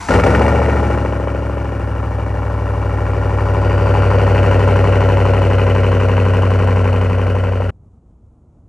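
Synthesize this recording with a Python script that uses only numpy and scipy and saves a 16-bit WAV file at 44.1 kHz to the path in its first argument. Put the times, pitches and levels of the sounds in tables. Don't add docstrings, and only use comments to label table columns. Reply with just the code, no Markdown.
import sys
import numpy as np
from scipy import signal
from scipy.fft import rfft, irfft
from scipy.io import wavfile
from scipy.ndimage import uniform_filter1d

SR = 44100
rng = np.random.default_rng(int(sys.argv[2]) if len(sys.argv) > 2 else 0)


def wav_record(signal):
    frames = np.transpose(np.atleast_2d(signal))
    bounded = np.clip(frames, -1, 1)
    quanta = np.round(bounded * 32767).astype(np.int16)
    wavfile.write(sys.argv[1], SR, quanta)


N = 382788
T = np.arange(N) / SR
HZ = np.maximum(np.arange(N // 2 + 1) * SR / N, 1)
CATCH_S, STOP_S = 0.085, 7.704
MEAN_BARK_DB, IDLE_SPREAD_DB, FLARE_SPREAD_DB = -20, .7, 1.5

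# time in seconds, speed in rpm.
CRANK_SPEED = [(0.08, 1333.6), (0.16, 1516.3), (0.26, 1569.7), (0.4, 1717.1), (0.55, 1750.6),
               (0.75, 1695.1), (1.08, 1604.4), (1.35, 1610.9), (1.6, 1615.2), (1.85, 1551.5), (2.3, 1528.8),
               (3, 1505.5), (3.7, 1484.8), (4.7, 1455.6), (5.15, 1458.3), (5.9, 1436.7), (6.6, 1418.4),
               (7.71, 1409.0)]
# time in seconds, level in dB.
BARK_RIDE = [(0.1, -17.5), (0.14, -12.5), (0.18, -10.5), (0.225, -19), (0.25, -11.5), (0.55, -16),
             (0.95, -20), (1.2, -25.5), (1.9, -27.5), (2.55, -26.5), (3.25, -23.5), (3.95, -18),
             (4.5, -16.5), (5.35, -18), (6.75, -20), (7.45, -24), (7.65, -27)]
# time in seconds, share of flare, share of close-up.
COLOUR_BLEND = [(.7, 1, 0.05), (1.2, 0.039, 0.37), (2.8, 0.31, 0.016), (4.1, 0.76, 0.54), (7.0, 0.21, 1),
                (7.7, 0.6, 0.63)]
# start in seconds, dB over an idle firing.
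CATCH_POPS = [(0.085, 7), (0.106, 2), (0.137, 4), (0.196, 6), (0.235, 9), (0.263, 5), (0.303, 0),
              (0.322, 1), (0.347, 8), (0.392, 2), (0.417, 5), (0.462, 1), (0.479, 4)]
# its bank, 1 or 2; the shift in ms that its unequal pipe gives
# its pulse; its shift in ms at the hollow, long-ringing modes.
BANK = [1, 2, 2, 1, 2, 1, 1, 2]
HEADER_MS = [.8, -.3, .3, -.4, .4, .6, -1, .4]
HOLLOW_MS = [-4.2, -2.1, -3.1, -.4, -3.7, -1.5, -1.3, -.7]
# pitch in Hz, width in Hz, relative dB in the flare, from afar, close up.
PIPE_MODES = [(138.9, 14, 7, 5.5, 7.5), (175.8, 13, 10, 8.5, 6.5), (207.2, 5.4, 15, 4, -7.5),
              (242.4, 9.5, 7, -3, -4.5), (282.8, 9.9, 10.5, 12, 5.5), (345.6, 12, 12.5, 20, 14),
              (414.6, 13.4, 16, 22, 23), (496, 7.6, 18, 11, 23.5), (551.8, 17, 3.5, 12, 12.5),
              (620.4, 70, 1.5, 4, 7.5), (565, 43, 2, 9, 0.5), (725, 210, 1.5, 5.5, 5.5),
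              (812, 71, 12.5, 17.5, 8.5), (915, 380, -4, 4.5, -15.5), (1318, 520, -6.5, 9, 0),
              (1360, 37, 2.5, 13.5, 11), (1493, 44, -10.5, -6, -0.5), (1895, 210, 0.5, 4, -12.5),
              (1956, 27, -10.5, -17, -2.5), (2280, 68, -18.5, -14, -14), (2684, 560, -16.5, -26.5, -17.5)]
# pitch in Hz, drive from opposed (-1) to in step (1).
SECOND_BANK_DRIVE = [(130, -0.83), (280, -0.88), (490, -0.87), (700, 0.24), (1000, 1), (3000, 0.52)]
# pitch in Hz, then dB of the eight firings in turn.
CYLINDERS_FAR = [(256, -1, 5.2, -3, 3, 1, 3.0, -3.5, -1), (340, -2, 4, 1, -3, 2, 3, 0, -2),
                 (640, -2, 4, 1, -3, 2, 3, 0, -2), (900, -10, 8, 7, 2, -1, 5.5, -1, -2),
                 (1428, -5, 3.2, 10.5, -6, 0, -16.5, 12.5, 7), (2362, -10.5, 1.7, 3.5, -0.5, 1, 1, -2, -1),
                 (5157, -6, 0, -1, -2, 0, -1, -4.5, -6)]
CYLINDERS_CLOSE = [(256, 1, 5, 5, -1.5, -6, 3, -1, -1), (340, -3, 0, 3, -2, 4.5, -3.5, 3, -3),
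                   (640, -3, 0, 3, -2, 4.5, -3.5, 3, -3), (960, -11, 9, 12, -1, -6, 3, -5, -9),
                   (1428, -9, 2, 4, 0, 3, -2, 8.5, 2), (2350, -7, 4.5, 1, -1.5, 5.5, 2, -1.5, -5.5),
                   (5157, -9, 8.5, -4, 2, 7, -4, 4.5, -6)]

TONE_MULTIPLES = [5, 7, 8, 10, 16, 21]
TONE_CATCH_DB = [1.5, -1.5, -13.5, -11, -7.5, -18.5]
TONE_FOLLOW = [0.27, 0.97, 0.7, 0.17, 0.93, 0.67]
# speed in rpm, then dB of each tone at mean bark.
TONE_LEVELS = [(1430, -25.5, -33, -13, -48, -35, -26.5), (1413, -25, -36.5, -13.5, -55.5, -36, -25.5),
               (1485, -19.5, -25, -15.5, -46, -45.5, -31), (1565, -21, -22.5, -19, -35.5, -31, -39),
               (1494, -26.5, -26.5, -16.5, -30.5, -32, -32.5), (1680, -17, -28, -24, -40.5, -32, -35.5)]

THUMP_PLACES = [.05, 1.3, 1.82, 3.05, 5.0, 6.18, 7.0]
CLACK_PLACES = [1.63, 2.7, 3.7, 5.8, 7.0]
# time in seconds, delay in firing intervals, then peak dB at each place.
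THUMP_ACCENTS = [(.7, -0.007, -15.5, -10, -10.5, -16.5, -23, -22, -12),
                 (1.2, -0.021, -22, -29.5, -12, -28, -17, -16.5, -28),
                 (1.999, -.03, -26.5, -31, -21, -28, -24, -25.5, -33.5),
                 (3.1, 0.056, -23.5, -21.5, -25, -29, -20.5, -19.5, -35),
                 (4.199, 0.036, -20, -10.5, -23, -22.5, -14.5, -13.5, -20),
                 (5.301, 0.031, -18, -12.5, -13, -16, -12.5, -15, -23.5),
                 (6.7, 0.0049, -20, -17.5, -25.5, -18.5, -22, -30.5, -18),
                 (7.6, 0.02, -31.5, -10.5, -32.5, -26.5, -18, -18.5, -24)]
CLACK_ACCENTS = [(.7, -0.0086, -17, -25, -27, -21.5, -28), (1.2, .01, -25, -31, -39, -29.5, -26),
                 (2.0, -.04, -27.5, -25, -30, -38, -29), (3.099, -0.005, -25, -25.5, -22, -27.5, -26.5),
                 (4.199, 0.13, -19.5, -17, -17.5, -20.5, -20), (5.3, 0.135, -16, -19.5, -19.5, -28.5, -29),
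                 (6.7, .2, -24, -16, -20.5, -21, -28.5), (7.6, .22, -22.5, -24.5, -29.5, -30.5, -33)]
# pitch in Hz, width in Hz, level in dB.
THUMP_TAIL = [(562, 14, -18)]
CLACK_TAIL = [(1012, 34, -7.5), (1103, 37, -15.5)]

# frequency in Hz, relative level in dB per Hz.
ROAR_COLOUR = [(15, -43), (25, -15.5), (81, -28), (117, -14.5), (147, -34), (216, -15.5), (263, -15.5),
               (382, -13.5), (600, -11.5), (780, -31), (1320, -120)]
RASP_CLOSE = [(530, -13), (900, -10.5), (1010, -8.5), (1170, -13.5), (1590, -9), (1730, -18), (1880, -10),
              (2120, -14.5), (3020, -13.5), (3260, -42.5), (3500, -42), (5500, -88.5)]
RASP_FAR = [(530, -19), (900, 2), (1090, -8), (1420, 1), (1630, -14.5), (1850, -2), (2080, -19), (2270, -4),
            (2600, -19), (2800, -8), (3500, -42.5), (5500, -91)]
HISS_COLOUR = [(2000, -34), (3400, 3), (3840, -0.5), (4350, 0.5), (4930, 0.5), (5800, 0.5), (6570, -2),
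               (7650, -5.5), (9830, -10), (10300, -9)]
SIZZLE_OPPOSED = [(9900, -45), (10450, 0.5), (12900, -9), (15100, -9.5), (16000, -14)]
FAINT_TOP_BAND = [(13800, -50.5), (14500, -6), (15100, -1), (16000, -4.5)]
BAY_COLOUR = [(5000, -40), (7500, -4), (9000, -9), (10300, 7), (13400, -38)]
STARTER_COLOUR = [(24, -67), (40, 3.5), (649, -21), (696, -4.5), (764, -18.5), (878, -2), (1220, -16),
                  (1530, -10), (1720, -23.5), (2070, -14.5), (3010, -26.5), (6180, -23), (10300, -34.5)]
RUMBLE_COLOUR = [(15, -41), (25, -16.5), (55, 1), (95, 0.5), (139, -8), (254, -12.5), (281, -16.5),
                 (769, -28.5), (1310, -37.5), (1680, -50.5), (4720, -61), (6710, -54), (10300, -60),
                 (13400, -102.5)]
# time in seconds, pitch in Hz, dB relative to the hiss.
TIP_WHISTLE = [(2.6, 4617, -24.5), (3.8, 4660, -4.5), (4.6, 4324, -9), (5.6, 4254, -8), (7.6, 4430, -9)]

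# delay in ms, level in dB.
ECHOES = [(3.52, -15), (12.2, -15), (23, -6.5), (37, -14.5)]
# frequency in Hz, left minus right in dB.
LEFT_LEAN = [(60, .5), (110, .7), (200, 1), (380, 2.4), (700, 6), (1290, 2.5), (2380, 1), (4400, 1.4),
             (8120, 0)]
# frequency in Hz, left's lead in radians.
LEFT_LEAD = [(60, .05), (130, .05), (250, .25), (600, .5), (1210, .28), (2400, .5), (3300, .2), (5080, .2),
             (7060, -1.4), (10200, -2.7)]
# frequency in Hz, gain in dB.
SIDE_EQ = [(900, -22), (2000, -27.5), (4400, -2), (7000, -23), (10000, -8)]


def tail_pipes(at, cylinder, strength, pops):
    flare, close = in_time(COLOUR_BLEND, at / SR)
    second_bank = np.array(BANK)[cylinder] == 2
    hollow_shift = ((np.array(HOLLOW_MS) - HEADER_MS)[cylinder] * SR / 1000).astype(int)
    drone_top_hz, bark_top_hz = 310, 1200
    bands = np.zeros((3, N))
    for k, (hz, width, flare_db, far_db, close_db) in enumerate(PIPE_MODES):
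        db = far_db + flare * (flare_db - far_db) + close * (close_db - far_db)
        db += cylinder_db(hz, at, cylinder)
        db += rng.normal(0, 1, len(at)) * (IDLE_SPREAD_DB * (1 + hz / 2500) + FLARE_SPREAD_DB * flare)
        blows = pops.copy()
        blows[pops > 0] *= amp(flare_db + rng.normal(0, FLARE_SPREAD_DB, len(CATCH_POPS)))
        if 310 < hz < 660:
            blows[at + hollow_shift] += strength * amp(db)
        else:
            drive = np.where(second_bank, at_hz(SECOND_BANK_DRIVE, hz), 1)
            blows[at] += strength * amp(db) * drive
        r, w = np.exp(-np.pi * width / SR), 2 * np.pi * hz / SR
        ring = signal.lfilter([0, np.sin(w)], [1, -2 * r * np.cos(w), r * r], blows + 1e-18)
        bands[int(hz > drone_top_hz) + int(hz > bark_top_hz)] += (-1) ** k * width * ring
    for ms, db in ECHOES:
        lag = int(ms * SR / 1000)
        bands[:, lag:] += amp(db) * bands[:, :-lag]
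    silencer = signal.cheby1(7, 1, [115, 3200], "band", fs=SR, output="sos")
    drone, bark, crack = [evened(band) for band in signal.sosfilt(silencer, bands)]
    return (drone * ride(-26.5, follow=.84, catch_db=4.3)
            + bark * ride(MEAN_BARK_DB - 4, follow=1, catch_db=0)
            + crack * ride(-34.5, follow=.53, catch_db=3.4))


def firings(cycle):
    count = np.floor(8 * cycle - .53 + 8).astype(int)
    at = np.flatnonzero(np.diff(count)) + 1
    at = at[(at > CATCH_S * SR) & (at < STOP_S * SR)]
    cylinder = count[at] % 8
    return at + (np.array(HEADER_MS)[cylinder] * SR / 1000).astype(int), cylinder


def cylinder_db(hz, at, cylinder):
    def accents(rows):
        return np.array([at_hz(np.array(rows)[:, [0, k]], hz) for k in range(1, 9)])[cylinder]
    close = in_time(COLOUR_BLEND, at / SR)[1]
    far_db, close_db = accents(CYLINDERS_FAR), accents(CYLINDERS_CLOSE)
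    return far_db + close * (close_db - far_db)


def deep_tones(cycle, rpm):
    crests = (np.arange(8) + .95) / 8
    bank_sign = np.where(np.array(BANK) == 1, 1, -1)
    in_step_rpm = {5: 1495, 7: 1630}
    swing_db, unsettled = bark_swing_db(), after_catch(fade_s=.17)
    tones = np.zeros(N)
    for k, db, follow, catch_db in zip(TONE_MULTIPLES, in_time(TONE_LEVELS, rpm),
                                       TONE_FOLLOW, TONE_CATCH_DB):
        phase = np.angle(np.sum((bank_sign if k % 8 else 1) * np.exp(-2j * np.pi * k * crests)))
        lag_turns = .0013 * (rpm - in_step_rpm.get(k, rpm))
        db = db + follow * swing_db + catch_db * unsettled + k / 40 * drift(16)
        tones += np.sqrt(2) * amp(db) * np.cos(2 * np.pi * (k * cycle - lag_turns) + phase)
    return tones


def knocks(cycle, places, accents, tail, hz, width_hz):
    turns = np.arange(1, int(cycle[int(STOP_S * SR)]))[:, None]
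    due_s = np.interp(turns + np.array(places) / 8, cycle, T)
    late, *levels = in_time(accents, due_s)
    db = np.array([level[:, k] for k, level in enumerate(levels)]).T
    db += rng.normal(0, 1.3, due_s.shape)
    peak_s = np.interp(turns + (places + late) / 8, cycle, T)
    rise_s, age = 1 / (np.pi * width_hz), T[:SR // 10]
    blows = np.zeros(N)
    blows[((peak_s - rise_s) * SR).astype(int)] = amp(db)
    knock = -age / rise_s * np.exp(1 - age / rise_s) * np.cos(2 * np.pi * hz * (age - rise_s))
    for tail_hz, tail_width, tail_db in tail:
        swell = (1 - np.exp(-age / rise_s)) * np.exp(-np.pi * tail_width * age)
        knock -= amp(tail_db) * swell * np.cos(2 * np.pi * tail_hz * (age - rise_s))
    return signal.oaconvolve(blows, knock)[:N]


def gas_roar():
    return ride(MEAN_BARK_DB - 12.5, follow=1, catch_db=4) * noise(ROAR_COLOUR)


def puffs(at, sizes, pops, rise_ms, decay_ms, steady):
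    flow = pops.copy()
    flow[at] += sizes
    for ms in (rise_ms, decay_ms):
        r = np.exp(-1000 / (ms * SR))
        flow = signal.lfilter([1 - r], [1, -r], flow)
    return rms_one(flow / flow.mean() + steady)


def gas_rasp(at, cylinder, strength, pops):
    spit_sizes = amp(rng.normal(0, 1.3, len(at)) + cylinder_db(2400, at, cylinder))
    chug_sizes = strength * amp(cylinder_db(960, at, cylinder))
    spit = puffs(at, spit_sizes, pops, rise_ms=1.4, decay_ms=4, steady=.45)
    chug = puffs(at, chug_sizes, pops, rise_ms=1, decay_ms=6, steady=.5)
    low, high = [signal.butter(4, 1200, kind, fs=SR, output="sos") for kind in ("low", "high")]
    close = in_time(COLOUR_BLEND)[1]
    gases = [(1 - close) * noise(RASP_FAR) + close * noise(RASP_CLOSE) for _ in range(2)]
    gain = ride(-28.5, follow=.99, catch_db=4.2)
    return [gain * evened(signal.sosfilt(low, gas) * chug + signal.sosfilt(high, gas) * spit)
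            for gas in gases]


def gas_hiss(flow):
    gain = ride(-47.5, follow=.97, catch_db=6.9)
    return [gain * evened((noise(HISS_COLOUR) + tip_whistle()) * flow) for _ in range(2)]


def tip_whistle(width_hz=360):
    hz, db = in_time(TIP_WHISTLE)
    narrow = signal.butter(2, width_hz / 2, fs=SR, output="sos")
    flutter = signal.sosfilt(narrow, rng.standard_normal((2, N)))
    phase = 2 * np.pi * np.cumsum(hz) / SR
    return amp(db) * rms_one(flutter[0] * np.cos(phase) + flutter[1] * np.sin(phase))


def treble_sizzle(flow):
    treble = noise(SIZZLE_OPPOSED) * [[1], [-1]] + amp(-5) * noise(FAINT_TOP_BAND)
    return ride(-58.5, follow=.55, catch_db=6) * flow ** .5 * (T < STOP_S) * treble


def engine_bay():
    return ride(-63.5, follow=.26, catch_db=4.8) * noise(BAY_COLOUR)


def starter():
    fade = np.interp(T, [0, .006, .11, .16], [0, 1, 1, 0])
    return amp(-29.5 + .3 * drift(29)) * noise(STARTER_COLOUR) * fade


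def outdoor_rumble():
    return amp(-46.5 + drift(20)) * noise(RUMBLE_COLOUR)


def stereo(mid, side):
    half = amp(at_hz(LEFT_LEAN, HZ) / 2) * np.exp(.5j * at_hz(LEFT_LEAD, HZ))
    pan = np.array([half, 1 / half]) / np.abs(half + 1 / half) * 2
    pair = irfft(rfft(mid) * pan + rfft(side) * amp(at_hz(SIDE_EQ, HZ)) * [[1], [-1]], N)
    return signal.sosfilt(signal.cheby2(16, 60, 10700, fs=SR, output="sos"), pair)


def ride(db, follow, catch_db):
    return amp(db + follow * bark_swing_db() + catch_db * after_catch(fade_s=.15))


def bark_swing_db():
    return in_time(BARK_RIDE)[0] - MEAN_BARK_DB


def after_catch(fade_s):
    return np.exp(-np.maximum(T - CATCH_S, 0) / fade_s)


def amp(db):
    return 10 ** (np.asarray(db) / 20)


def rms_one(x):
    return x / np.sqrt(np.mean(x ** 2) + 1e-20)


def evened(x):
    return x / np.sqrt(np.abs(uniform_filter1d(x ** 2, size=SR // 4)) + 1e-6 * np.mean(x ** 2))


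def in_time(rows, where=T):
    axis, *columns = np.transpose(rows)
    return [np.interp(where, axis, column) for column in columns]


def at_hz(points, hz):
    freqs, values = np.transpose(points)
    return np.interp(np.log(hz), np.log(np.maximum(freqs, 1)), values)


def noise(colour):
    return rms_one(irfft(rfft(rng.standard_normal(N)) * amp(at_hz(colour, HZ)), N))


def drift(rate):
    knots = np.arange(0, N / SR + 1, 1 / rate)
    return np.interp(T, knots, rng.standard_normal(len(knots)))


def scene():
    rpm, = in_time(CRANK_SPEED)
    cycle = np.cumsum(rpm / 120) / SR
    at, cylinder = firings(cycle)
    strength = amp(rng.normal(0, IDLE_SPREAD_DB, len(at)))
    pops = np.zeros(N)
    for start_s, db in CATCH_POPS:
        pops[int(start_s * SR)] = amp(db)
    engine = tail_pipes(at, cylinder, strength, pops) + deep_tones(cycle, rpm)
    engine += knocks(cycle, THUMP_PLACES, THUMP_ACCENTS, THUMP_TAIL, hz=519, width_hz=250)
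    engine += knocks(cycle, CLACK_PLACES, CLACK_ACCENTS, CLACK_TAIL, hz=988, width_hz=310)
    engine += gas_roar() + engine_bay()
    rasp_mid, rasp_side = gas_rasp(at, cylinder, strength, pops)
    hiss_sizes = strength * amp(cylinder_db(5500, at, cylinder))
    flow = puffs(at, hiss_sizes, pops, rise_ms=2.2, decay_ms=6.9, steady=.9)
    hiss_mid, hiss_side = gas_hiss(flow)
    running = np.clip((T - CATCH_S) / .002, 0, 1) * np.clip((STOP_S - T) / .0049 + .5, 0, 1)
    mid = (engine + rasp_mid + hiss_mid) * running + starter()
    side = (rasp_side + hiss_side) * running
    return stereo(mid, side) + outdoor_rumble() + treble_sizzle(flow)


def record(dry):
    top_cut = signal.cheby2(20, 60, 15800, fs=SR, output="sos")
    return signal.sosfilt(top_cut, 1.2 * np.tanh(dry / 1.15))


dry = scene()
out = record(dry)
wav_record(out)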